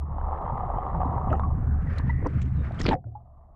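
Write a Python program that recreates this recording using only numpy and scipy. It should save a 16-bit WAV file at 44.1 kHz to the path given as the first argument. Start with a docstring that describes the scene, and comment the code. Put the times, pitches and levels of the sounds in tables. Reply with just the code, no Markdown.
"""Camera housing beside an idling boat

A camera in a sealed housing is hauled up beside an idling boat, bobs at the surface and drops under again.
The engine drones as an unsteady tone; filtered noise and ringing grains make the flow's rumble and gurgle.
Fine fizz is the air while the housing is out; noise bands on moving pitches sing, drain and squeal.
Dying sines make the pinging bubbles, short bright rings the droplets; two bursts of dense grains with a
whistling edge are the splashes that close over it, next to a slap of water, a spray and faint squeaks."""
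import sys
import numpy as np
from scipy import signal
from scipy.fft import rfft, irfft
from scipy.io import wavfile
from scipy.ndimage import uniform_filter1d

SR = 44100
rng = np.random.default_rng(int(sys.argv[2]) if len(sys.argv) > 2 else 0)


def boost_factor(decibels):
    """Convert a level in decibels to a linear amplitude factor."""
    exponent = np.asarray(decibels, float) / 20
    return 10 ** exponent


def store_wav(level_fs):
    """Save 16-bit WAV to argv[1]."""
    pcm = np.round(np.clip(np.atleast_2d(level_fs), -1, 1) * 32767)
    wavfile.write(sys.argv[1], SR, pcm.T.astype(np.int16))


N = 156555  # length in samples


def rms_one(x):
    """Scale to rms 1."""
    return x / np.sqrt(np.mean(x ** 2) + 1e-20)


def in_time(rows):
    """Columns joined in time; last, a window that fades over 30 ms to silence outside the table."""
    s, *columns = np.transpose(rows)
    t = np.arange(N) / SR
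    fade_in = np.clip((t - s[0]) / .03 + 1, 0, 1)
    fade_out = np.clip((s[-1] - t) / .03 + 1, 0, 1)
    return [np.interp(t, s, c) for c in columns] + [fade_in * fade_out]


def drift(rate_hz):
    """Slow random wander of spread about 1: noise through two equal low-pass poles at rate_hz."""
    r = np.exp(-80 * np.pi * rate_hz / SR)  # runs at one value per 40 samples
    slow = signal.lfilter([1], [1, -2 * r, r * r], rng.standard_normal(N // 40 + 2002))
    slow = rms_one(slow[2000:])  # the filter has settled
    return uniform_filter1d(np.interp(np.arange(N) / 40, np.arange(len(slow)), slow), size=40)


def colour(x, points):
    """Give a flat sound the spectrum of the points; rms 1."""
    hz, db = np.transpose(points)
    f = np.maximum(np.arange(N // 2 + 1) * SR / N, 1)
    gain = boost_factor(np.interp(np.log(f), np.log(hz), db))
    return rms_one(irfft(rfft(x) * gain, N))


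def grains(per_s, cycles, spread_db, low_hz, high_hz):
    """Random clicks dealt to 24 resonators that fall 60 dB in the given cycles; about flat on average."""
    sizes = boost_factor(spread_db * np.minimum(rng.exponential(1, N), 5)) * rng.choice([-1, 1], N)
    clicks = sizes * (rng.random(N) < per_s / SR)
    dealt = rng.integers(0, 24, N)
    out = np.zeros(N)
    for k, hz in enumerate(np.geomspace(low_hz, high_hz, 24)):
        r, w = boost_factor(-60 * hz / (cycles * SR)), 2 * np.pi * hz / SR
        mine = clicks * (dealt == k) + 1e-18
        out += hz * signal.lfilter([1, 0, -1], [1, -2 * r * np.cos(w), r * r], mine)
    return out


def add(out, s, piece):
    """Mix a piece in at s seconds."""
    i = int(s * SR)
    out[i:i + len(piece)] += piece[:N - i]


def loose_tone(turn, width_hz):
    """Narrow noise around a moving pitch: two wandering levels on a cosine and a sine."""
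    return drift(width_hz) * np.cos(turn) + drift(width_hz) * np.sin(turn)


def wavering(hz, db, width_hz):
    """A tone, part steady, part narrow noise around it; also its phase."""
    turn = 2 * np.pi * np.cumsum(hz) / SR
    steady = 0.52  # share of the power
    tone = np.sqrt(2 * steady) * np.sin(turn) + np.sqrt(1 - steady) * loose_tone(turn, width_hz)
    return boost_factor(db) * tone, turn


def singing_band(rows, width_hz):
    """Narrow noise that follows the pitch and level of a table."""
    hz, db, window = in_time(rows)
    turn = 2 * np.pi * np.cumsum(hz) / SR
    return window * boost_factor(db) * loose_tone(turn, width_hz)


# faint even treble hiss: t/s, level/dB
SHEEN = [(.2, -100), (.6, -90.5), (1.7, -83), (2.9, -84)]


def sheen():
    """Smooth noise in a band from 5.5 to 9.5 kHz."""
    db, window = in_time(SHEEN)
    band = signal.butter(3, [5500, 9500], "band", fs=SR, output="sos")
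    return window * boost_factor(db) * rms_one(signal.sosfilt(band, rng.standard_normal(N)))


# engine drone at the firing rate: t/s, f/Hz, level/dB
DRONE = [(0, 68.6, -32), (.07, 73.95, -37.5), (.17, 74.06, -32), (.81, 71.77, -40), (1.27, 72.91, -28),
         (1.95, 73.48, -25), (2.82, 72.96, -30), (2.93, 69.5, -33.5), (3.0, 75.1, -58.5), (3.12, 74.4, -39),
         (3.25, 71.1, -52), (3.55, 70.66, -56)]
# second hum while the housing is out of the water: t/s, f/Hz, level/dB
HUM = [(2.04, 125.5, -57), (2.11, 129.9, -27), (2.27, 124.2, -44.5), (2.52, 129, -29.5),
       (2.72, 126.2, -42.5)]


def engine():
    """Unsteady drone and hum; also a throb at half the firing rate."""
    hz, db, _ = in_time(DRONE)
    drone, turn = wavering(hz, db, 4.6)
    hz, db, window = in_time(HUM)
    hum, _ = wavering(hz, db, 1.0)
    return drone + window * hum, np.sin(turn / 2)


# flow on the housing: t/s, deep level/dB, low level/dB
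FLOW = [(0.0, -42.5, -36.5), (0.27, -32.5, -38.5), (0.33, -37.5, -40.5), (1.38, -29, -29),
        (2.78, -38, -30.5), (2.92, -23, -25), (3.03, -60, -53.5), (3.55, -52.5, -61)]
# relative spectrum of the deep rumble: f/Hz, level/dB
DEEP_COLOUR = [(8.8, -39), (15, -2), (43, 0.5), (62, -5), (81, -35), (140, -120)]
# relative spectrum of the large bubbles: f/Hz, level/dB
LOW_COLOUR = [(50, -34.5), (85, 1.5), (137, -2), (205, -11.5), (292, -19.5), (400, -25.5), (580, -31.5),
              (990, -120)]


def flow():
    """Deep rumble of noise; above it large sluggish bubbles as slow-ringing grains."""
    deep_db, low_db, _ = in_time(FLOW)
    deep = colour(rng.standard_normal(N), DEEP_COLOUR)
    low = colour(grains(260, 15, 2.5, 83.3, 507), LOW_COLOUR)
    return boost_factor(deep_db) * deep + boost_factor(low_db + 1.7 * drift(36)) * low


# gurgle of small bubbles along the housing: t/s, level/dB
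GURGLE = [(0, -53), (.05, -45.5), (.18, -40.5), (.36, -33.5), (.5, -33), (.74, -34), (1.18, -33),
          (1.3, -33), (1.37, -39.5), (1.45, -37.5), (1.6, -51), (1.8, -53), (2.25, -55), (2.3, -64.5),
          (2.8, -49.5), (2.96, -63.5), (3.01, -85), (3.14, -75.5), (3.22, -66.5), (3.55, -64)]
# its relative spectrum: f/Hz, level/dB
GURGLE_COLOUR = [(180, -42.5), (300, -12.5), (464, -9), (665, -5), (740, 1), (900, -2), (1060, -2.5),
                 (1220, -4.5), (1460, -25.5), (2010, -29.5), (2400, -45), (3050, -48.5), (3600, -53),
                 (5000, -68), (7500, -64), (11000, -72.5), (14000, -99.5)]


def gurgle(throb):
    """Dense small bubbles heard through the housing, clumped at random and shaken by the engine."""
    db, _ = in_time(GURGLE)
    clump_db, throb_db = 1.5, 0.5
    lump = clump_db * drift(20) + throb_db * throb
    small = grains(2600, 10, 2, 303, 11000)
    return boost_factor(db) * colour(boost_factor(lump) * small, GURGLE_COLOUR)


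# air space of the housing, singing faintly: t/s, f/Hz, level/dB
CAVITY = [(0, 766.7, -62), (.4, 747.6, -55), (1.3, 772.5, -43.5), (1.6, 767, -58), (1.78, 770.7, -49),
          (1.85, 760, -69.5), (2.93, 735, -69.5), (2.97, 732, -49.5), (3.02, 722, -66.5),
          (3.2, 699.6, -60.5), (3.55, 650, -66)]


def cavity():
    """The enclosed air resonates as a noise band on a moving pitch."""
    return singing_band(CAVITY, 51)


# hiss of the open air and draining water, before a 4.5 dB lift: t/s, level/dB
AIR = [(1.55, -60), (1.72, -61), (1.84, -55.5), (1.9, -53.5), (2.05, -54.5), (2.23, -63), (2.33, -60.5),
       (2.42, -60.5), (2.6, -61.5), (2.7, -55.5), (2.8, -54.5)]
# its relative spectrum: f/Hz, level/dB
AIR_COLOUR = [(210, -32), (350, -15.5), (672, -4), (800, -19), (1210, -6.5), (1500, -7.5), (2050, -14.5),
              (2700, -24.5), (3600, -35), (4800, -40), (7500, -50), (11000, -67)]


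def air():
    """Fine fizz while the housing is out; a film of water dulls it until the port drains."""
    db, window = in_time(AIR)
    clears_s, clearing_s, film_cut_hz, film_leak_db = 1.726, 0.22, 1700, -9
    fizz = colour(grains(12000, 5.7, 1.0, 310, 12000), AIR_COLOUR)
    film = signal.butter(4, film_cut_hz, fs=SR, output="sos")
    dull = signal.sosfiltfilt(film, fizz)
    drained = np.clip((np.arange(N) / SR - clears_s) / clearing_s, 0, 1) ** 2
    treble = (drained + boost_factor(film_leak_db)) * (fizz - dull)
    return window * boost_factor(db + 4.5 + 3.6 * drift(9.8)) * (dull + treble)


# water draining off the port: t/s, f/Hz, level/dB
WASH = [(1.62, 1350, -70), (1.71, 1550, -51.5), (1.8, 1500, -63), (1.87, 1900, -54), (2.0, 1750, -55),
        (2.22, 2000, -49.5), (2.26, 1900, -57.5)]


def wash():
    """Draining water rings in a broad band that mostly climbs."""
    return singing_band(WASH, 130)


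# squeal of the last water: t/s, f/Hz, level/dB
SQUEAL = [(2.52, 4280, -81), (2.6, 3670, -70.5), (2.7, 3650, -87)]


def squeal():
    """The last water drains with a diffuse squeal, a noise band on a moving pitch."""
    return singing_band(SQUEAL, 90)


# faint squeaks of the line and one low glug: t/s, level/dB, start f/Hz, end f/Hz, length/s
SQUEAKS = [(0.143, -79, 3170, 2980, 0.09), (0.439, -76.5, 3250, 3050, .11), (0.61, -79, 2950, 3080, 0.074),
           (0.751, -70.5, 3060, 3170, 0.07), (2.38, -33, 122, 297, .11)]


def squeaks():
    """Sine glides with rounded ends and a slightly unsteady level."""
    out = np.zeros(N)
    for s, db, start_hz, end_hz, length in SQUEAKS:
        hz = np.linspace(start_hz, end_hz, int(length * SR))
        swell = np.hanning(len(hz)) ** .5
        add(out, s, boost_factor(db) * swell * np.sin(2 * np.pi * np.cumsum(hz) / SR))
    return out * (1 + .3 * drift(40))


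# droplets: t/s, peak level/dB, f/Hz
TICKS = [(1.0555, -60, 3870), (1.3285, -47.5, 6470), (1.3682, -53, 7200), (1.3978, -49.5, 3530),
         (1.9501, -67, 3710), (1.9842, -32.5, 4070), (1.9882, -38.5, 4110), (2.2657, -53, 5900),
         (2.2685, -41.5, 5800), (2.2724, -47.5, 4700), (2.4892, -60, 3640), (2.7212, -51.5, 3820),
         (2.7468, -48.5, 3700), (2.7862, -62, 3940), (2.7955, -49, 5060), (2.8055, -45, 6200),
         (2.8155, -34.5, 7000), (2.8284, -44, 7500), (2.8342, -36, 5800), (2.852, -40.5, 3430),
         (2.876, -44, 4700), (2.8958, -51, 4230), (2.909, -54.5, 7000), (2.9209, -38.5, 3830),
         (2.9306, -36, 3600), (2.9414, -45.5, 5050)]


def ticks():
    """Droplets tick as short bright rings with a pinch of noise, falling 20 dB in 9.9 cycles."""
    out, t = np.zeros(N), np.arange(SR // 100) / SR
    noise = np.diff(rng.standard_normal((len(TICKS), len(t) + 2)), axis=1)[:, 1:]
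    noise = noise * np.minimum(t * 2500, 1)  # fades in over 0.4 ms
    for (s, db, hz), pinch in zip(TICKS, noise):
        ring = np.sin(2 * np.pi * hz * t)
        add(out, s, boost_factor(db - 20 * t * hz / 9.9) * (ring + 0.6 * pinch))
    return signal.sosfilt(signal.butter(5, 8200, fs=SR, output="sos"), out)


# single bubbles: t/s, peak level/dB, f/Hz, least t60/s, least swell/s
BUBBLES = [(.183, -20.5, 883, 0.0092, .001), (0.214, -26, 960, 0.016, .001),
           (.288, -26.5, 777, 0.041, .001), (.496, -25, 936, 0.074, .001),
           (0.521, -23.5, 121.5, 0.15, 0.012), (.701, -22, 781, 0.028, .001), (.784, -24, 732, 0.062, .001),
           (0.909, -28.5, 158.3, 0.62, 0.05), (.948, -24, 910, 0.069, .001), (1.032, -17, 758, 0.017, .001),
           (1.054, -24, 261, 0.078, .002), (1.18, -22.5, 945, 0.057, 0.00072),
           (1.309, -20, 628, 0.029, 0.011), (1.329, -20, 1284, 0.036, 0.0011),
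           (1.338, -20.5, 780, 0.064, 0.0013), (1.396, -18, 944, 0.01, 0.00063),
           (1.434, -26, 1112, 0.11, 0.0015), (1.997, -30.5, 1015, 0.022, 0.00083),
           (2.073, -17, 159, 0.062, 0.0089), (2.091, -28.5, 934, 0.028, 0.0088),
           (2.089, -29.5, 1956, 0.023, 0.018), (2.251, -36, 1050, 0.029, 0.0018),
           (2.262, -19.5, 1003, .02, 0.0012), (2.259, -22, 282, 0.079, 0.0077),
           (2.708, -31, 668, 0.024, 0.0023), (2.79, -40.5, 3200, 0.021, .001),
           (2.796, -39.5, 4950, 0.0051, 0.00085), (2.81, -28.5, 1894, 0.015, .001),
           (2.815, -28, 5300, 0.0085, .001), (2.853, -22, 1337, 0.0081, .001),
           (2.878, -23.5, 257, 0.176, 0.004), (2.896, -13, 350, 0.021, 0.0032),
           (2.899, -26, 580, 0.051, .001), (2.9, -45, 3670, 0.011, 0.0009),
           (2.91, -18.5, 894, 0.073, 0.0017), (2.92, -27, 1730, 0.012, .001),
           (2.921, -21.5, 831, 0.041, .001), (2.93, -15, 813, 0.046, .001),
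           (2.941, -16.5, 728.6, 0.055, .001), (2.955, -26.5, 516, 0.07, 0.0024),
           (3.041, -48, 708, 0.051, .001), (3.042, -56.5, 1400, 0.022, .001),
           (3.043, -29.5, 110.2, 0.45, 0.022), (3.067, -47, 580, 0.065, .002),
           (3.15, -33, 834, 0.098, 0.0054)]


def bubbles():
    """Each swells, then rings as a dying, roughened sine that rises in pitch."""
    rise_per_s, rough = 0.34, 0.19
    out, t = np.zeros(N), np.arange(SR // 3) / SR
    for s, db, hz, t60, swell_s in BUBBLES:
        t60, swell_s = max(t60, .003), max(swell_s, 0.81 / hz)
        swell = np.sin(np.minimum(t / swell_s, 1) * np.pi / 2) ** 2
        decay = boost_factor(db - 60 * np.maximum(t - swell_s, 0) / t60)
        ring = np.sin(2 * np.pi * hz * (t + rise_per_s * t * t / 2))
        add(out, s, decay * swell * ring)
    return out * (1 + rough * drift(220))


def splash(rows, spectrum):
    """Dense spurting grains, low-passed at a moving top pitch; the closing gap whistles just below it."""
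    db, top_hz, gap_db, window = in_time(rows)
    burst = colour(grains(7000, 6, 3.0, 200, 12000), spectrum)
    white, out = rng.standard_normal(N), np.zeros(N)
    first, last = int(rows[0][0] * SR) - 2048, int(rows[-1][0] * SR) + 2048
    for i in range(first, last, 128):
        cut = signal.butter(8, top_hz[i], fs=SR, output="sos")
        gap = signal.butter(2, [.86 * top_hz[i], 0.98 * top_hz[i]], "band", fs=SR, output="sos")
        run = slice(i - 640, i + 128)  # 640 samples of run-up settle the filters
        whistle = boost_factor(gap_db[i] + 12) * signal.sosfilt(gap, white[run])
        out[i:i + 128] = (signal.sosfilt(cut, burst[run]) + whistle)[-128:]
    spurt_db, spurt_hz = 5.5, 70
    return out * boost_factor(db + spurt_db * drift(spurt_hz)) * window


# In the four splash tables the whistle level is relative to the splash, before a 12 dB lift.
# drops on the housing: t/s, level/dB, top f/Hz, whistle level/dB
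SPRAY = [(2.411, -81, 8230, -18), (2.417, -43, 7500, -17), (2.43, -53, 6830, -23), (2.445, -69, 6400, -15)]
# its relative spectrum: f/Hz, level/dB
SPRAY_COLOUR = [(1000, 1), (3000, -1.5), (4800, -17), (7000, -5), (10000, -11)]


def spray():
    """A few drops spray on the housing, as a brief bright splash."""
    return splash(SPRAY, SPRAY_COLOUR)


# water against the housing: t/s, level/dB, top f/Hz, whistle level/dB
SLAP = [(1.297, -80.5, 2990, -11), (1.305, -34.5, 2900, -18), (1.332, -29.5, 3010, -30.5),
        (1.36, -42, 2910, -18.5), (1.372, -51, 2850, -13.5)]
# its relative spectrum: f/Hz, level/dB
SLAP_COLOUR = [(120, -18), (250, 12.5), (600, 5), (1300, -22), (1900, -10), (2250, -44), (2700, -27),
               (3200, -38)]


def slap():
    """Water slaps the housing before it surfaces, as a short dull splash."""
    return splash(SLAP, SLAP_COLOUR)


# first splash: t/s, level/dB, top f/Hz, whistle level/dB
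DIP = [(2.238, -43.5, 2010, -27), (2.25, -28, 2610, -30), (2.27, -21, 3010, -46),
       (2.282, -66.5, 2974, -31.5)]
# its relative spectrum: f/Hz, level/dB
DIP_COLOUR = [(120, -34.5), (220, 0.5), (515, 10), (890, -8), (1720, -10), (2400, -24.5), (4000, -47.5)]


def dip():
    """Water closes over the bobbing housing for a moment."""
    return splash(DIP, DIP_COLOUR)


# last splash: t/s, level/dB, top f/Hz, whistle level/dB
PLUNGE = [(2.784, -73, 8000, -15), (2.797, -41.5, 7480, -25), (2.818, -36.5, 7290, -23.5),
          (2.828, -45.5, 5810, -12.5), (2.853, -42, 5460, -11), (2.862, -33.5, 4800, -12.5),
          (2.905, -30, 4560, -24.5), (2.915, -32.5, 3000, -26), (2.94, -28.5, 2600, -22),
          (2.955, -57, 2008, -24)]
# its relative spectrum: f/Hz, level/dB
PLUNGE_COLOUR = [(120, -39.5), (250, 8), (500, -7), (900, -14.5), (1500, -14.5), (2500, -19), (4000, -23.5),
                 (5500, -29), (8000, -26.5)]


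def plunge():
    """The housing drops under; the splash dulls as water closes in."""
    return splash(PLUNGE, PLUNGE_COLOUR)


def scene():
    """All sources at one microphone."""
    drone, throb = engine()
    background = sheen() + drone + flow() + gurgle(throb) + cavity()
    surface = air() + wash() + squeal() + squeaks() + ticks() + bubbles()
    splashes = spray() + slap() + dip() + plunge()
    return (background + surface + splashes)[None]


def top_cut(x):
    """Nothing passes above the cut-off."""
    return signal.sosfilt(signal.butter(12, 15000, fs=SR, output="sos"), x)


def record(dry):
    """The microphone rounds off peaks softly and adds faint self-noise."""
    soft = 0.31 * np.tanh(dry / 0.32)
    hiss = boost_factor(-96) * rng.standard_normal(dry.shape)
    return top_cut(soft + hiss)


dry = scene()
out = record(dry)
store_wav(out)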